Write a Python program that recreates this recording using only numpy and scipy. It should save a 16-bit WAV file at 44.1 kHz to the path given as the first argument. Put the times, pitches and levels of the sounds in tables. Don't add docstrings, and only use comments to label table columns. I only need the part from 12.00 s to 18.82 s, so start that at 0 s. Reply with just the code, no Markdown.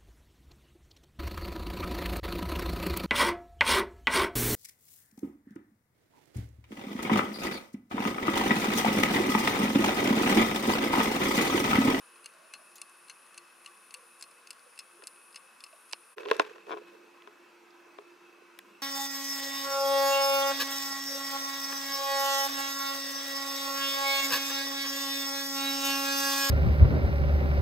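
import sys
import numpy as np
from scipy import signal
from scipy.fft import rfft, irfft, next_fast_len
from scipy.io import wavfile
from scipy.ndimage import uniform_filter1d

SR = 44100
rng = np.random.default_rng(int(sys.argv[2]) if len(sys.argv) > 2 else 0)


def bounce(signal):
    frames = np.transpose(np.atleast_2d(signal))
    limited = np.clip(frames, -1, 1)
    pcm = np.round(limited * 32767).astype(np.int16)
    wavfile.write(sys.argv[1], SR, pcm)


def makeup_ratio(level_db):
    decades = np.asarray(level_db, float) / 20
    return 10 ** decades


N = 300753
SIDES = np.array([[1], [-1]])
TOP_HZ = 15850


def in_time(rows):
    s, *columns = np.transpose(rows)
    return [np.interp(np.arange(N) / SR, s, c) for c in columns]


def at_hz(points, hz):
    point_hz, value = np.transpose(points)
    return np.interp(np.log(hz), np.log(point_hz), value)


def drift(rate_hz):
    r = np.exp(-2 * np.pi * rate_hz * 40 / SR)
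    slow = signal.lfilter([1], [1, -2 * r, r * r], rng.standard_normal(N // 40 + 2002))[2000:]
    return np.interp(np.arange(N) / 40, np.arange(len(slow)), slow / slow.std())


def band(x, low_hz, high_hz):
    return signal.sosfilt(signal.butter(3, [low_hz, high_hz], "band", fs=SR, output="sos"), x)


# (frequency [Hz], likeness [0-1])
LIKENESS = [(60, 0.59), (110, 0.62), (200, 0.89), (380, 0.83), (700, 0.43), (1290, 0.67), (2380, 0.75),
            (4400, 0.71), (8120, 0.83), (15000, 0.9)]


def coloured(spectrum, peaks, pan):
    size = next_fast_len(N)
    hz = np.maximum(np.arange(size // 2 + 1) * SR / size, 1)
    gain = makeup_ratio(at_hz(spectrum, hz)) * (hz < TOP_HZ)
    for centre_hz, width_hz, lift_db in peaks:
        resonance = 1 / (1 + (2 * (hz - centre_hz) / width_hz) ** 2)
        gain = gain * (1 + (makeup_ratio(lift_db) - 1) * resonance)
    alike = np.clip(at_hz(LIKENESS, hz), 0, 1)
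    mid, side = rfft(rng.standard_normal((2, size)))
    pair = np.sqrt(1 + alike) * mid + SIDES * np.sqrt(1 - alike) * side
    pair = pair * makeup_ratio(SIDES * at_hz(pan, hz) / 2)
    out = irfft(gain * pair, size)[:, :N]
    return out / out.mean(axis=0).std()


def streaky(x, depth_db, width_hz, hold_s):
    hz, t, cells = signal.stft(x, SR, nperseg=1024)
    field = rng.standard_normal(cells.shape[1:])
    for _ in range(2):
        field = uniform_filter1d(field, max(1, round(width_hz / hz[1])), axis=0)
        field = uniform_filter1d(field, max(1, round(hold_s / t[1])), axis=1)
    gain = makeup_ratio(depth_db * field / field.std())
    gain = gain / np.sqrt(np.mean(gain ** 2))
    return signal.istft(cells * gain, SR, nperseg=1024)[1][:, :N]


def strike(hits, modes, click, chatter_s, spread_db, pivot_hz, tilt, rise_cycles, softening, low_hz, high_hz,
           detune):
    out, size = np.zeros((2, N)), 4096
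    t = np.arange(size) / SR
    hz, mode_db, t60, side_db, lead = np.transpose(modes)[:, :, None]
    swell = makeup_ratio(-60 * t / t60) * (1 - np.exp(-(t + 1 / SR) * hz / rise_cycles))
    for s, level_db, bright_db, pan_db in hits:
        turns = 2 * np.pi * hz * t * (1 + detune * rng.standard_normal(hz.shape))
        rings = np.array([makeup_ratio(k * side_db / 2) * swell * np.sin(turns + k * lead / 2) for k in (1, -1)])
        grains = rng.standard_normal(size // 4) * rng.random(size // 4) ** 3
        chatter = grains * np.exp(-t[:size // 4] / chatter_s)
        chatter[0] = click
        db = mode_db + tilt * bright_db * np.log2(hz / pivot_hz)
        db = db + spread_db * rng.standard_normal(hz.shape)
        force = rfft(chatter, 2 * size)
        force = force / np.sqrt(uniform_filter1d(np.abs(force) ** 2, size=60))
        sound = irfft(rfft(makeup_ratio(db[:, 0]) @ rings, 2 * size) * force)[:, :size]
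        top_hz = np.clip(high_hz * makeup_ratio(softening * bright_db), 3 * low_hz, .45 * SR)
        sound = signal.sosfilt(signal.butter(2, [low_hz, top_hz], "band", fs=SR, output="sos"), sound)
        sound = signal.sosfilt(signal.butter(2, 0.7 * low_hz, "high", fs=SR, output="sos"), sound)
        first = sound[:, :size // 24].mean(axis=0)
        i = round(s * SR)
        out[:, i:i + size] += (makeup_ratio(level_db + SIDES * pan_db / 2) * sound / first.std())[:, :N - i]
    return out


def bursts(rows, octaves, alike):
    out, t = np.zeros((2, N + 16384)), np.arange(16384) / SR
    for s, db, decay_s, hz, pan_db in rows:
        mid, side = rng.standard_normal((2, len(t))) * np.exp(-t / decay_s)
        burst = np.sqrt(1 + alike) * mid + SIDES * np.sqrt(1 - alike) * side
        low_hz = hz * 2 ** (-octaves / 2)
        high_hz = min(hz * 2 ** (octaves / 2), TOP_HZ)
        sound = band(burst + 1e-18, low_hz, high_hz)
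        usual = (1 + alike) * decay_s * (high_hz - low_hz)
        sound = sound * np.sqrt(usual / np.sum(sound.mean(axis=0) ** 2))
        out[:, round(s * SR):][:, :len(t)] += makeup_ratio(db + SIDES * pan_db / 2) * sound
    return out[:, :N]


# (frequency [Hz], density [dB per Hz])
NEAR_COLOUR = [(24, -78), (40, -52), (95, -34.5), (180, -11), (290, -9.5), (400, -9), (663, -8.5),
               (1070, -4.5), (2050, -7.5), (2630, -7.5), (3300, -12), (7000, -15.5), (12000, -23.5),
               (16000, -26.5)]
# (frequency [Hz], width [Hz], lift [dB])
NEAR_PEAKS = [(512, 125, 6), (1100, 210, 7.5), (1496, 350, 6.5), (2583, 85, 12.5), (5300, 240, 4)]
# (frequency [Hz], left-right [dB])
NEAR_PAN = [(60, -0.5), (150, 2.5), (380, -4.5), (950, 1.5), (2380, 0.39), (5980, 1), (15000, 5)]


def near_air():
    t = np.arange(N) / SR
    level_db = -58.92 - 0.33 * t + 0.15 * drift(8.4)
    air = coloured(NEAR_COLOUR, NEAR_PEAKS, NEAR_PAN)
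    return makeup_ratio(level_db) * streaky(air, depth_db=1.15, width_hz=90, hold_s=.1)


# (frequency [Hz], density [dB per Hz])
SIZZLE_COLOUR = [(5000, -35), (7000, -23), (8600, -5.5), (9750, 7), (10500, 2.5), (11400, -25),
                 (12500, -41)]
# (frequency [Hz], density [dB per Hz])
SIZZLE_EDGE = [(7600, -18), (8500, 1), (9600, -10), (10800, 2), (11900, -1), (12500, -28), (14000, -38.5)]
# (frequency [Hz], width [Hz], lift [dB])
SIZZLE_PEAKS = [(8800, 130, 2.5), (9700, 160, 0), (9700, 150, 3), (10850, 130, 3.5), (11600, 200, 4)]


def sizzle():
    t = np.arange(N) / SR
    period_s, top_s, dip_sharpness = 1.05, 0.4, 4.1
    cycle = np.cos(2 * np.pi * (t - top_s) / period_s)
    swell = -np.exp(dip_sharpness * (cycle - 1)) + 0.071 * drift(1.8)
    core = streaky(coloured(SIZZLE_COLOUR, SIZZLE_PEAKS, NEAR_PAN), depth_db=1.3, width_hz=200, hold_s=0.3)
    edge = streaky(coloured(SIZZLE_EDGE, SIZZLE_PEAKS, NEAR_PAN), depth_db=-4.0, width_hz=100, hold_s=0.86)
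    return makeup_ratio(-63.5 + 5 * swell) * core + makeup_ratio(-74 + 4.5 * swell + t) * edge


# (time [s], level [dB])
HUM = [
    [(0.0, -78), (1.76, -76), (2.86, -85), (3.0, -76.5), (4.04, -82), (4.14, -101)],
    [(4.5, -64), (4.74, -59), (5.2, -62.5), (5.62, -64), (6.04, -63), (6.78, -65.5), (6.82, -73)],
]


def hum(rows, pan_db, waver_db):
    phase = 2 * np.pi * np.cumsum(348.2 + 1.25 * drift(5.85)) / SR
    level_db = in_time(rows)[0] + waver_db * drift(7.1) + SIDES * pan_db / 2
    return np.sqrt(2) * makeup_ratio(level_db) * (np.sin(phase) + makeup_ratio(-24) * np.sin(phase / 2))


# (time [s], level [dB], decay [s], centre [Hz], left-right [dB])
BUMPS = [
    (.12, -47, 0.081, 506, -4),
    (.33, -53.5, 0.88, 627, -15),
    (.6, -53, 0.17, 635, -18),
    (.7565, -43, 0.012, 6860, -1),
    (1.949, -43, 0.081, 492, -6),
    (2.66, -40.5, 0.016, 514, -14),
    (2.99, -31, 0.0059, 410, -5.5),
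    (3.725, -36, 0.013, 636, -11),
]


def bumps():
    return bursts(BUMPS, octaves=0.24, alike=1.0)


# (frequency [Hz], level [dB], t60 [s], extra on tocks [dB],
# extra once the microphone faces the timer [dB])
TIMER_MODES = [(1154, -12, 0.19, -5.5, -2.5), (1640, -7.5, 0.0087, 7, -14), (2250, -14.5, 0.0063, 18.5, -4),
               (2652, -1, 0.029, 0.5, 2), (2816, -1, 0.023, 0.5, -0.5), (3540, -11, 0.024, 1, 3),
               (4240, -11, 0.056, 8, -3.5), (4563, -1.5, 0.017, -0.5, 2.5), (4866, -5.5, 0.015, 1.5, 7.5),
               (5210, -8, 0.026, -1, 9.5), (6250, -1.5, 0.009, 3, -3.5), (6580, -7, 0.02, 1, -1.5),
               (7260, -0.5, 0.0041, 3, -3.5), (7990, 4.5, 0.0047, -2, 2), (8580, -1, 0.0031, 4.5, 4.5),
               (9700, -4.5, 0.0048, -12, 6), (9230, 9.5, 0.0038, -3, -9), (10300, -14, 0.004, -11, 7),
               (10900, -27, 0.0068, -2, 14)]
# (time [s], level [dB], brightness [dB], level of the unlocking before it [dB])
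BEATS = [(0.259, -40.5, 4, -70), (0.537, -39.5, -4, -65), (0.8156, -38.5, 8, -51), (1.0972, -42, -2, -54),
         (1.3773, -43, 0, -52), (1.6607, -41.5, -4, -56), (1.941, -39.5, 3, -49.5),
         (2.2246, -39.5, 17, -52), (2.5057, -39, 8, -48), (2.79, -39.5, 10, -50),
         (3.0709, -37.5, 16, -47.5), (3.3587, -40.5, 1.5, -49.5), (3.6386, -41.5, 0, -49),
         (3.9259, -40.5, -1, -51.5)]
# (lead [s], brightness [dB])
UNLOCK = [
    (0.0335, -0.5),
    (0.0138, -3),
]
# (delay [s], loss [dB])
BOUNCES = [(.0031, -6.5), (.0045, -8.5), (0.0022, -5), (0.0051, -6), (.003, -4), (.003, -14), (0.0036, -3),
           (0.0042, -9.5), (0.0043, -6.5), (0.0042, -3.5), (0.006, -7), (0.0059, -12), (0.0046, -9),
           (0.0024, -4)]
# (time [s], level [dB], brightness [dB])
PLAY = [(0.2435, -50.5, 0), (0.896, -57, 23), (2.1972, -59, 13), (2.312, -58.5, 5), (2.53, -55, 8),
        (2.759, -60, 9), (3.1596, -59, -21), (3.327, -58, 4), (3.6638, -53, -21), (3.7278, -58, -27),
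        (2.593, -58.5, 3), (.158, -59, -6), (.337, -61, 12), (.715, -65, 8), (1.265, -61, 14),
        (1.775, -63, 10), (1.839, -65, 5), (1.97, -58, 12), (2.2018, -62, 12)]
# (time [s], left-right [dB])
TURN = [(1.9, 3), (2.3, 1.8)]


def timer():
    facing_s = 2.1
    hits = []
    for k, ((s, db, bright, unlock_db), (lag_s, loss_db)) in enumerate(zip(BEATS, BOUNCES)):
        tock = k % 2
        lead_s, unlock_bright = UNLOCK[tock]
        hits.append((s - lead_s, unlock_db, unlock_bright, tock))
        hits.append((s, db, bright, tock))
        hits.append((s + lag_s, db + loss_db, bright, tock))
        if tock:
            hits.append((s + 0.0138, db - 11, bright - 13, tock))
    hits += [(s, db, bright, 0) for s, db, bright in PLAY]
    out, leads = 0, rng.normal(0, 0.061, len(TIMER_MODES))
    for tock, facing in [(0, 0), (0, 1), (1, 0), (1, 1)]:
        modes = [(hz, db + tock * tock_db + facing * facing_db, t60, 0, lead)
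                 for (hz, db, t60, tock_db, facing_db), lead in zip(TIMER_MODES, leads)]
        group = [(s, db, bright, np.interp(s, *np.transpose(TURN)))
                 for s, db, bright, kind in hits if kind == tock and (s > facing_s) == facing]
        out = out + strike(group, modes, click=1.1, chatter_s=0.0016, spread_db=3.0, pivot_hz=5500, tilt=0.32,
                           rise_cycles=0.48, softening=0.059, low_hz=920, high_hz=12000, detune=.007)
    return out


# (time [s], level [dB], decay [s], centre [Hz], left-right [dB])
CRACKS = [
    (.7557, -48.5, .008, 11600, 3),
    (.7557, -50, 0.016, 4600, 0),
    (4.167, -70, 0.058, 12000, 7),
    (4.3125, -42.5, 0.0033, 10900, 3),
    (4.3965, -35, 0.003, 7100, 3),
    (5.2215, -39.5, 0.002, 2600, -6),
    (5.705, -51, .002, 3940, -4),
]


def cracks():
    return bursts(CRACKS, octaves=0.92, alike=0.93)


# (time [s], peak level [dB], t60 [s], frequency [Hz], left-right [dB])
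POPS = [(3.9321, -25.5, 0.0014, 4700, 11), (3.9326, -16.5, 0.0012, 5000, -15.5),
        (3.9338, -20.5, 0.0037, 2700, -7), (3.9344, -28, 0.0096, 910, -4), (3.9349, -40, 0.016, 477, -7),
        (4.2536, -35, .004, 3400, -5), (4.259, -31, .004, 2800, 3), (4.2796, -41, .003, 4200, 0),
        (4.2862, -24, 0.0023, 2800, -7), (4.3125, -13.5, 0.056, 447, -7), (4.3968, -13.5, 0.031, 418, -6),
        (4.3972, -21, .02, 720, -7), (4.323, -34, .03, 660, 5), (4.404, -39, .03, 310, -8),
        (2.2118, -32, 0.0092, 7400, -1), (5.9872, -38, 0.0077, 1330, 3), (4.3126, -6.5, 0.001, 2300, -5),
        (4.3964, -8, 0.0012, 2430, -9), (6.59, -36, 0.0067, 3426, 3), (6.5898, -36, 0.0047, 2300, 9),
        (6.5922, -38, 0.0085, 1840, -7)]
# (frequency [Hz], left lead [rad])
POP_LEAD = [(450, 0.68), (600, 4.2), (1000, .8), (2400, .7), (5000, .2)]


def pops():
    out, t = np.zeros((2, N + 2048)), np.arange(2048) / SR
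    for s, db, t60, hz, pan_db in POPS:
        swing = np.sin(2 * np.pi * hz * t + SIDES * at_hz(POP_LEAD, hz) / 2)
        out[:, round(s * SR):][:, :len(t)] += makeup_ratio(db + SIDES * pan_db / 2 - 60 * t / t60) * swing
    return band(out[:, :N] + 1e-18, 380, 6700)


# (time [s], level [dB], brightness [dB], left-right [dB])
KNOCKS = [(3.0223, -50, -5, 1), (3.03, -53, -15, -1), (4.1823, -38.5, -3.5, -1), (4.198, -56, 6, -2),
          (4.2328, -48, -1, 1), (4.255, -44, -8, -3), (4.259, -42, -14, 5), (4.2875, -42, -14, -3),
          (4.29, -44, -3, -8), (4.298, -50, 4, 0), (4.3015, -39.5, 2, -6), (4.3131, -33, -2, 1),
          (4.3138, -20.5, -6, 1), (4.3249, -39, -7, -3), (4.3323, -45, 15, -4), (4.346, -48, 13, 4),
          (4.365, -50, 6, 15), (4.3964, -52, 3, -2), (4.3969, -29.5, 4, 8), (4.3976, -17.5, -7.5, -1.5),
          (4.406, -41, 8, 12), (4.4085, -39.5, -8, 7), (4.4181, -40, -12, -1), (4.445, -50, -4, 2),
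          (4.45, -51, 1, 6), (4.454, -57, 1, 0), (4.559, -50, -8, -1), (4.582, -51.5, -4, 0)]
# (frequency [Hz], level [dB], t60 [s], left-right [dB], left lead [rad])
TRAY_MODES = [(313, -29.5, 0.11, -21, 7), (437.5, -5.5, 0.023, -3.5, 0.44), (565, -3, 0.025, 1.5, 4),
              (648, -16, 0.062, 2, 7.5), (900, -21, 0.085, 12, -1.5), (1060, 0, 0.032, 6.5, 1.5),
              (1420, 2, 0.014, 7, 0.5), (1600, 2.5, 0.01, 12, 1.7), (1835, 0, 0.011, 1, 1),
              (2310, -20, 0.0063, -3, -3), (2380, -8.5, 0.01, 14, 3), (2700, -3, 0.0087, -6, 0.8),
              (2940, -6.5, 0.0061, -20.5, 3.5), (3280, -2, 0.0065, -11, 0), (3590, -13, 0.017, 9, 0.2),
              (4540, -18, 0.0065, -15, 3.5), (5300, -27, 0.0081, 28, -2), (5900, -19, 0.0047, -7, 3),
              (7500, -38, .004, -19, -12)]


def tray_knocks():
    knocks = [(s, db, bright + 4, pan) for s, db, bright, pan in KNOCKS]
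    return makeup_ratio(-0.5) * strike(knocks, TRAY_MODES, click=25.0, chatter_s=.0015, spread_db=1.2, pivot_hz=1500,
                              tilt=0.71, rise_cycles=0.7, softening=0.92, low_hz=255, high_hz=8500,
                              detune=.006)


# (time [s], level [dB], decay [s], centre [Hz], left-right [dB])
CLICKS = [
    (3.895, -54, 0.0045, 4300, -2),
    (3.9322, -37, 0.0015, 5500, 3),
    (4.367, -42, 0.0015, 5500, 4),
    (4.3987, -28, 0.0059, 240, 0),
    (6.5891, -38.5, 0.00073, 9000, 9),
]


def clicks():
    return bursts(CLICKS, octaves=2.1, alike=0.64)


# (frequency [Hz], density [dB per Hz])
FAR_COLOUR = [(24, -79), (40, -45), (140, -31.5), (163, -26), (305, -11), (345, -4), (382, -12),
              (663, -16.5), (990, -13), (1150, -13.5), (1300, -12.5), (1680, -18.5), (2630, -18),
              (2980, -22), (16000, -40.5)]
# (frequency [Hz], width [Hz], lift [dB])
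FAR_PEAKS = [(444, 25, 4.6), (1034, 88, 4.2), (1600, 270, 5.2), (2270, 73, 4), (2567, 45, 10.3),
             (2640, 60, 7.7), (5800, 370, 3.2)]
# (frequency [Hz], left-right [dB])
FAR_PAN = [(60, -4), (150, 1.5), (380, -2), (950, 1), (2380, -1), (5980, 0.5), (15000, -0.5)]


def far_air():
    air = coloured(FAR_COLOUR, FAR_PEAKS, FAR_PAN)
    return makeup_ratio(-59.5 + 0.18 * drift(8.8)) * streaky(air, depth_db=2.0, width_hz=90, hold_s=.1)


# (time [s], pitch [Hz], level [dB])
GROAN = [
    [(4.162, 400, -59), (4.172, 410.5, -46.5), (4.228, 433, -58), (4.238, 423, -43), (4.252, 411, -53),
     (4.27, 407, -35.5), (4.285, 427, -44), (4.305, 440, -40), (4.315, 440, -88)],
    [(4.36, 440, -82), (4.37, 440, -61), (4.394, 417, -58), (4.4, 424, -70), (4.44, 422, -60),
     (4.452, 414, -42), (4.462, 417, -58), (4.474, 427, -47), (4.53, 420, -86)],
]


def groan():
    out = 0
    for rows in GROAN:
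        hz, db = in_time(rows)
        phase = 2 * np.pi * np.cumsum(hz + 8.14 * drift(41.3)) / SR
        level_db = db + 1.9 * drift(50) + SIDES * -2.1
        out = out + np.sqrt(2) * makeup_ratio(level_db) * np.sin(phase + SIDES * 0.42)
    return out


# (time [s], body level [dB], grit level [dB])
RUB = [(4.165, -61, -72), (4.185, -49, -51), (4.22, -49, -54), (4.245, -49, -58), (4.27, -47.5, -55),
       (4.3, -49, -50.5), (4.34, -43, -51), (4.362, -52, -55), (4.38, -47, -53), (4.395, -37, -46),
       (4.43, -54.5, -52.5), (4.47, -53, -53.5), (4.52, -56.5, -58.5), (4.65, -61.5, -65.5),
       (4.71, -50, -58.5), (4.8, -58, -63), (4.98, -57.5, -68.5), (5.1, -77, -76)]
# (frequency [Hz], density [dB per Hz])
GRIT_COLOUR = [(300, -15), (900, 2), (1500, 0), (2600, -4.5), (4000, -10), (8000, -21.5), (15000, -30)]


def rub():
    lumps = rng.standard_normal(N) * makeup_ratio(6.1 * drift(32))
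    body = np.zeros((2, N))
    for hz, db, t60, side_db, lead in TRAY_MODES:
        pole = makeup_ratio(-60 / (1.3 * t60 * SR)) * np.exp(2j * np.pi * hz / SR)
        ring = signal.lfilter([1], [1, -pole], lumps) * makeup_ratio(db - 23 * np.abs(np.log2(hz / 430)))
        body += np.imag(ring * np.exp(SIDES * 1j * lead / 2)) * makeup_ratio(SIDES * side_db / 2)
    body = band(body, 336, 6600)
    body_db, grit_db = in_time(RUB)
    grit_level = makeup_ratio(grit_db + 3.2 * drift(40) + 1.4 * drift(270))
    grit = grit_level * coloured(GRIT_COLOUR, FAR_PEAKS, FAR_PAN)
    return makeup_ratio(body_db) * body / body.mean(axis=0).std() + grit


# (time [s], level [dB], brightness [dB])
SLIPS = [(4.668, -55.5, 16), (4.683, -49, -17), (4.694, -41.5, -6), (4.7071, -38, -5), (4.716, -38, 6),
         (4.723, -38, 5.5), (4.7287, -43, 9), (4.7342, -38, -2), (4.7404, -39.5, -7), (4.7674, -44.5, -12),
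         (4.7614, -51, -15), (4.773, -47, 6), (4.747, -52, -19), (4.782, -49.5, -9), (5.2741, -49.5, 8),
         (5.9862, -44.5, 4)]
# (frequency [Hz], level [dB], t60 [s], left-right [dB], left lead [rad])
RIM_MODES = [(337, -21, 0.056, -3, -11.5), (419.6, -1, 0.11, -1, 0.65), (524, 1.5, 0.017, 1, 0.3),
             (660, -1, 0.019, 0, 0), (870, -12, 0.03, -7, -1), (1044, 0.5, 0.023, 15, 3.5),
             (1470, -1.5, 0.013, -7, 2.1), (1580, -3.5, 0.01, -2, -0.5), (1900, -21, 0.0095, 9, -8.5),
             (2300, -9.5, 0.015, 13, 1.5), (2700, -11, 0.0087, -8, 2.2), (3120, -14, 0.0096, 1, 0),
             (3390, -14.5, 0.011, -11, 0), (5000, -23, 0.0052, -17, 14.5), (6500, -35, .004, -12, -6)]


def rim_creak():
    slips = [(s, db, bright, -0.5) for s, db, bright in SLIPS]
    return makeup_ratio(3.0) * strike(slips, RIM_MODES, click=30.0, chatter_s=0.001, spread_db=1.5, pivot_hz=1400,
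                             tilt=0.31, rise_cycles=0.33, softening=0.41, low_hz=282, high_hz=5000, detune=.01)


# (time [s], level [dB], half length [s])
RUMBLE = [
    (4.84, -71, 0.18),
    (5.972, -97, 0.18),
    (6.68, -69, 0.12),
]
# (frequency [Hz], density [dB per Hz])
RUMBLE_COLOUR = [(90, -32), (150, -23), (200, -1), (270, -7), (400, -35)]


def rumble():
    t = np.arange(N) / SR
    swells = sum(makeup_ratio(db) * np.exp(-np.abs(t - s) / half_s) for s, db, half_s in RUMBLE)
    return swells * makeup_ratio(1.0 * drift(16)) * coloured(RUMBLE_COLOUR, [], FAR_PAN)


def scene():
    t = np.arange(N) / SR
    change_s, gap_s = 4.155, 0.0036
    fade_out = np.clip((change_s - t) / 0.023, 0, 1)
    fade_in = np.clip((t - change_s - gap_s) / 0.022, 0, 1)
    near = near_air() + sizzle() + hum(HUM[0], pan_db=-0.72, waver_db=5.3)
    far = far_air() + groan() + rub() + hum(HUM[1], pan_db=-3.5, waver_db=0.99) + rumble()
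    contacts = bumps() + timer() + cracks() + pops() + tray_knocks() + clicks() + rim_creak()
    return near * fade_out + far * fade_in + contacts


def roll_off(x):
    return signal.sosfilt(signal.butter(12, 16660, fs=SR, output="sos"), x)


# (frequency [Hz], density [dB per Hz])
BASS_NOISE = [(20, -16), (60, -4), (110, -3), (200, -11.5)]


def record(dry):
    thin = signal.sosfilt(signal.butter(2, 120, "high", fs=SR, output="sos"), dry)
    thin = signal.sosfilt(signal.cheby2(10, 60, 16700, fs=SR, output="sos"), thin)
    self_noise = makeup_ratio(-90 + 3.6 * drift(6.7)) * coloured(BASS_NOISE, [], FAR_PAN)
    return roll_off(thin + self_noise)


dry = scene()
out = record(dry)
bounce(out)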